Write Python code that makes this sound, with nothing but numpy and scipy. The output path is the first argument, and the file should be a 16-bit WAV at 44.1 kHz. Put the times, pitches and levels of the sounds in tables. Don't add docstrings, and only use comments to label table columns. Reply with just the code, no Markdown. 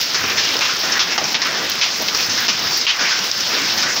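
import sys
import numpy as np
from scipy import signal
from scipy.fft import rfft, irfft
from scipy.io import wavfile
from scipy.ndimage import uniform_filter1d

SR = 44100
rng = np.random.default_rng(int(sys.argv[2]) if len(sys.argv) > 2 else 0)


def materialize(psi):
    bounded = np.clip(np.atleast_2d(psi).T, -1, 1)
    quanta = np.round(bounded * 32767).astype(np.int16)
    wavfile.write(sys.argv[1], SR, quanta)


N = 176400


def big_stones(echoes_per_s=4600, crack_db=3, crack_t60_s=0.0093, opening_gain=0.6, surface_q=11.2):
    # t/s, thud/dB, knock/dB, clack/dB, ring/dB, build-up/s, t60/s,
    # surface resonance f/Hz, its level/dB
    blows = [ (0.012, -52, -50, -35, -24, 0.0015, 0.13, 2730, -23.5),
             (.145, -31.5, -22, -21, -19.5, 0.0061, .32, 1820, -27),
             (0.239, -24, -20, -25, -28, 0.0011, 0.094, 374, -20.5),
             (0.299, -34, -29, -22, -24, 0.0028, 0.094, 323, -35),
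             (0.373, -36, -26, -17, -20, 0.024, 0.31, 1770, -21),
             (.553, -31, -25, -30, -34, .003, 0.045, 457, -20),
             (.567, -38, -37, -26, -27, .001, .03, 5100, -21),
             (0.591, -48, -38, -36, -26, 0.00084, 0.016, 4700, -16.5),
             (.609, -37, -20.5, -20, -23, 0.014, 0.5, 2700, -18),
             (.652, -38, -27, -29, -33, 0.0037, 0.086, 3450, -20),
             (.690, -55, -36, -28, -37, 0.0066, 0.35, 1397, -21),
             (.834, -27, -26, -25, -26, .002, 0.51, 620, -27),
             (.920, -29, -29, -34, -24, .004, 0.18, 5400, -19.5),
             (0.971, -34, -35, -37, -35, 0.0049, 0.1, 1330, -20),
             (.993, -27, -14, -11, -12.5, 0.0093, 0.19, 3430, -10.5),
             (1.109, -45, -29, -23, -29, 0.018, 0.13, 5360, -23.5),
             (1.179, -13, -11, -10.5, -12, 0.0031, 0.083, 790, -9.5),
             (1.214, -19, -29, -26, -33, 0.0055, 0.21, 690, -25),
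             (1.24, -29, -36, -43, -25.5, 0.0017, 0.065, 5550, -16.5),
             (1.344, -23, -18.5, -11, -20.5, 0.0072, 0.11, 3800, -22),
             (1.418, -33, -20.5, -19.5, -28, 0.0011, 0.22, 5200, -21),
             (1.455, -45, -28, -23, -33, .004, 0.28, 1380, -22),
             (1.717, -40, -49, -32, -28, 0.0011, 0.074, 4720, -21.5),
             (1.813, -33, -22, -12, -19, 0.021, 0.27, 2600, -21),
             (2.003, -23, -32, -33, -26, 0.015, 0.11, 660, -27),
             (2.084, -29, -36, -16.5, -24, .002, 0.079, 3270, -17.5),
             (2.147, -25, -20, -25, -18.5, 0.0023, 0.066, 672, -24.5),
             (2.184, -32, -26, -33, -33, 0.0067, 0.39, 2540, -21.5),
             (2.295, -43, -45, -28, -23, 0.0034, 0.76, 6200, -27),
             (2.375, -56, -30, -28, -32, 0.0074, 0.51, 1980, -31),
             (2.482, -21, -19, -14.5, -16, 0.011, 0.22, 2900, -16),
             (2.771, -43, -35, -35, -27, .001, 0.042, 4675, -23),
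             (2.813, -40, -26, -37, -21, .001, .04, 4900, -19),
             (2.867, -38, -16, -7, -18, .034, 0.16, 2930, -7.5),
             (2.993, -22.5, -27, -20, -19, 0.031, 0.24, 1490, -19),
             (3.108, -44, -29, -23, -22.5, 0.013, 0.37, 1510, -17.5),
             (3.314, -37, -34, -28, -14, .0005, .012, 5300, -8.5),
             (3.404, -44, -38, -33, -30, .002, 0.053, 5700, -20.5),
             (3.778, -43, -31, -20, -21, 0.018, 0.34, 1740, -28),
             (3.828, -29, -22, -25, -37, 0.0087, 0.36, 1490, -21),
             (3.962, -31, -32, -24, -23.5, 0.0025, 0.16, 5600, -26.5)]
    edges = [170, 950, 2050, 4100, 6800]
    out, t = np.zeros(N + SR), np.arange(SR // 2) / SR
    scatter = []
    for low, high in zip(edges, edges[1:]):
        echoes = band(impacts(echoes_per_s, spread_db=0.5), low, high, order=3)
        scatter.append(np.pad(hold_level(echoes, size=200), (0, SR)))
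    scatter = np.array(scatter)
    crack = from_db(crack_db) * decay(t, crack_t60_s)
    half_width = .5 / surface_q
    for start_s, *band_db, build_s, t60_s, hz, surface_db in blows:
        span = int(start_s * SR) + np.arange(len(t))
        tail = np.interp(t, [0, build_s], [opening_gain, 1]) * decay(np.maximum(t - build_s, 0), t60_s)
        resonance = band(rng.standard_normal(len(t)), hz * (1 - half_width), hz * (1 + half_width), order=1)
        surface = from_db(surface_db) * hold_level(resonance, size=300)
        out[span] += np.hypot(tail, crack) * (from_db(band_db) @ scatter[:, span] + surface)
    return out[:N]


def middling_stones(per_s=160, level_db=-26.5, colour_db=4, tail_t60_s=.035, tail_db=-1):
    clicks, out = impacts(per_s, spread_db=3.5), 0
    pole = decay(1 / SR, tail_t60_s) ** 2
    edges = np.geomspace(700, 16000, 8)
    for low, high in zip(edges, edges[1:]):
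        hits = clicks * from_db(colour_db * np.clip(rng.standard_normal(N), -1.5, 1.5))
        tail_power = signal.lfilter([1 - pole], [1, -pole], hits ** 2 + 1e-18)
        tail = np.sqrt(tail_power) * rng.standard_normal(N)
        out = out + band(hits + from_db(tail_db) * tail, low, high)
    return from_db(level_db) * unit_power(out)


def small_stones(t60_cycles=10.8):
    # f/Hz, impacts/(1/s), level/dB
    patter = [(89.6, 20, -55), (205, 50, -45), (514, 70, -43.5), (950, 83, -46), (1620, 120, -37),
              (3000, 100, -40.5), (5150, 140, -37.5), (8300, 250, -42.5), (15000, 17, -51.5)]
    out = 0
    for hz in np.geomspace(90, 15500, 26):
        hits = impacts(at_hz(patter, hz), spread_db=1.5) + 1e-12 * rng.standard_normal(N)
        radius, angle = decay(1 / SR, t60_cycles / hz), 2 * np.pi * hz / SR
        rings = signal.lfilter([1, 0, -1], [1, -2 * radius * np.cos(angle), radius ** 2], hits)
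        rings = unit_power(band(rings, hz / 2, hz * 2, order=1))
        out = out + from_db(at_hz(patter, hz, column=2)) * rings
    return out


def ice_chips(t60_s=.04, small_per_s=39, small_db=-43, small_t60_s=0.023):
    # t/s, level/dB
    landings = [(.012, -24), (.791, -32), (1.330, -31), (1.698, -21), (2.020, -26), (2.205, -26),
                (2.405, -26), (2.420, -28), (2.773, -22), (3.258, -33), (3.392, -31), (3.680, -31),
                (3.738, -32)]
    # f/Hz, relative level/dB
    spectrum = [(3000, -44), (7000, -5), (10000, -12), (13000, -5), (15000, 12), (16500, -8)]
    t = np.arange(N) / SR
    clear = sum(from_db(db) * (t >= s) * decay(np.clip(t - s, 0, 2 * t60_s), t60_s) for s, db in landings)
    small_hits = np.abs(impacts(small_per_s, spread_db=3)) + 1e-18
    small = signal.lfilter([1], [1, -decay(1 / SR, small_t60_s)], small_hits)
    crackle = unit_power(colour(impacts(4000, spread_db=4.5), spectrum))
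    return (clear + from_db(small_db) * small) * crackle


def far_roar(level_db=-18.5, flicker_db=2.6, flicker_per_s=5.7):
    # t/s, rumble/dB, bass/dB, middle/dB, treble/dB
    swells = [(0, -12, -15, -2.5, 2), (.25, 11.5, 6.5, 5.5, 3), (.52, 6, 3.5, 5, 5),
              (.78, -1, -1, -3.5, 1.5), (.95, 7, 5.5, 11.5, 3.5), (1.3, -3, 4.5, 4.5, 1.5),
              (1.55, 2, 5.5, 2.5, -1.5), (1.66, 6, 8, 0.5, 6.5), (1.73, 3, -3.5, 0.5, 1.5),
              (1.95, -2, 3, 2, 2), (2.3, 11, 1.5, 1.5, 3.5), (2.45, 7, -1.5, 5, 3), (2.7, 13, 1.5, 3, 1.5),
              (2.8, -23, 7.5, -1.5, 5), (3.05, -3, -2, 9.5, 4), (3.25, 1, 2.5, 3.5, 2),
              (3.37, 9, -10, 0.5, 2), (3.55, -10, 11.5, 4.5, 4.5), (3.72, 12, 4, 2, 3.5), (4, 0, 5.5, 5, 4)]
    centres = [90, 400, 1500, 4000]
    # f/Hz, relative density/dB
    spectrum = [(25, -33), (45, -35), (62, -9), (75, -10), (105, -5.5), (125, -8), (175, 0), (350, 0),
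                (750, -0.5), (1500, 4), (2500, 2), (4000, 3.5), (6000, -3), (10000, -5), (16000, 0.5)]
    times, *columns = np.transpose(swells)
    swell_db = np.array([np.interp(np.arange(N) / SR, times, column) for column in columns])
    edges = 22 * 2 ** np.arange(0, 10, .5)
    white, out = rng.standard_normal((2, N)), 0
    for k, (low, high) in enumerate(zip(edges, edges[1:])):
        hz = np.sqrt(low * high)
        shares = np.array([np.interp(np.log(hz), np.log(centres), row) for row in np.eye(len(centres))])
        band_db = at_hz(spectrum, hz) + shares @ swell_db + flicker_db * drift(flicker_per_s)
        out = out + band(white[k % 2], low, high) * from_db(band_db)
    return from_db(level_db) * unit_power(out)


def impacts(per_s, spread_db):
    sizes = from_db(spread_db * np.minimum(rng.exponential(1, N), 4))
    return (rng.random(N) < per_s / SR) * sizes * rng.choice([-1, 1], N)


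def drift(per_s, hop=40):
    pole = np.exp(-2 * np.pi * per_s * hop / SR)
    slow = signal.lfilter([1], [1, -2 * pole, pole ** 2], rng.standard_normal(N // hop + 2002))[2000:]
    return np.interp(np.arange(N) / hop, np.arange(len(slow)), unit_power(slow))


def from_db(db):
    return 10 ** (np.asarray(db) / 20)


def decay(t, t60_s):
    return from_db(-60 * t / t60_s)


def unit_power(x):
    return x / np.sqrt(np.mean(x ** 2) + 1e-20)


def hold_level(x, size):
    power = np.abs(signal.hilbert(x)) ** 2 / 2
    return x / np.sqrt(uniform_filter1d(power, size) + 1e-12)


def at_hz(points, hz, column=1):
    points = np.array(points)
    return np.interp(np.log(np.maximum(hz, 1)), np.log(points[:, 0]), points[:, column])


def band(x, low, high, order=2):
    sos = signal.butter(order, [low, min(high, SR / 2 - 1000)], "band", fs=SR, output="sos")
    return signal.sosfilt(sos, x + 1e-18)


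def colour(x, points, size=2048):
    gain = from_db(at_hz(points, np.arange(size // 2 + 1) * SR / size))
    cepstrum = irfft(np.log(gain))
    cepstrum[1:size // 2] *= 2
    cepstrum[size // 2 + 1:] = 0
    return signal.fftconvolve(x, irfft(np.exp(rfft(cepstrum))))[:N]


def overshoot_db(x, window_s, above_db, release_db_per_s):
    size = int(window_s * SR)
    power = np.abs(signal.fftconvolve(x ** 2, np.ones(size) / size)[:N])
    excess_db = np.maximum(10 * np.log10(power + 1e-12) - above_db, 0)
    release_db = release_db_per_s * np.arange(N) / SR
    return np.maximum.accumulate(excess_db + release_db) - release_db


def scene():
    # f/Hz, gain/dB
    microphone = [(20, -6), (3800, -1.5), (4500, 1.5), (5300, 5.5), (6200, 0.5), (7000, -7), (8200, -21),
                  (10300, -25.5), (12500, -22), (14000, -19.5), (14800, -9), (16000, -14)]
    stones = far_roar() + small_stones() + middling_stones() + big_stones()
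    hail = colour(stones, microphone) + ice_chips()
    return np.array([hail, hail])


def record(dry, ride_share=0.51, look_ahead_s=.011, cutoff_hz=15700):
    t = np.arange(N) / SR
    ride_db = ride_share * overshoot_db(dry[0], window_s=.03, above_db=-17.5, release_db_per_s=69)
    ridden = dry * from_db(-ride_db)
    limit_db = overshoot_db(ridden[0], window_s=0.0036, above_db=-13.5, release_db_per_s=188)
    limit_db = uniform_filter1d(np.interp(t + look_ahead_s, t, limit_db), size=200)
    clipped = np.clip(ridden * from_db(-limit_db), -.85, .85)
    return signal.sosfilt(signal.ellip(10, .1, 80, cutoff_hz, fs=SR, output="sos"), clipped)


dry = scene()
out = record(dry)
materialize(out)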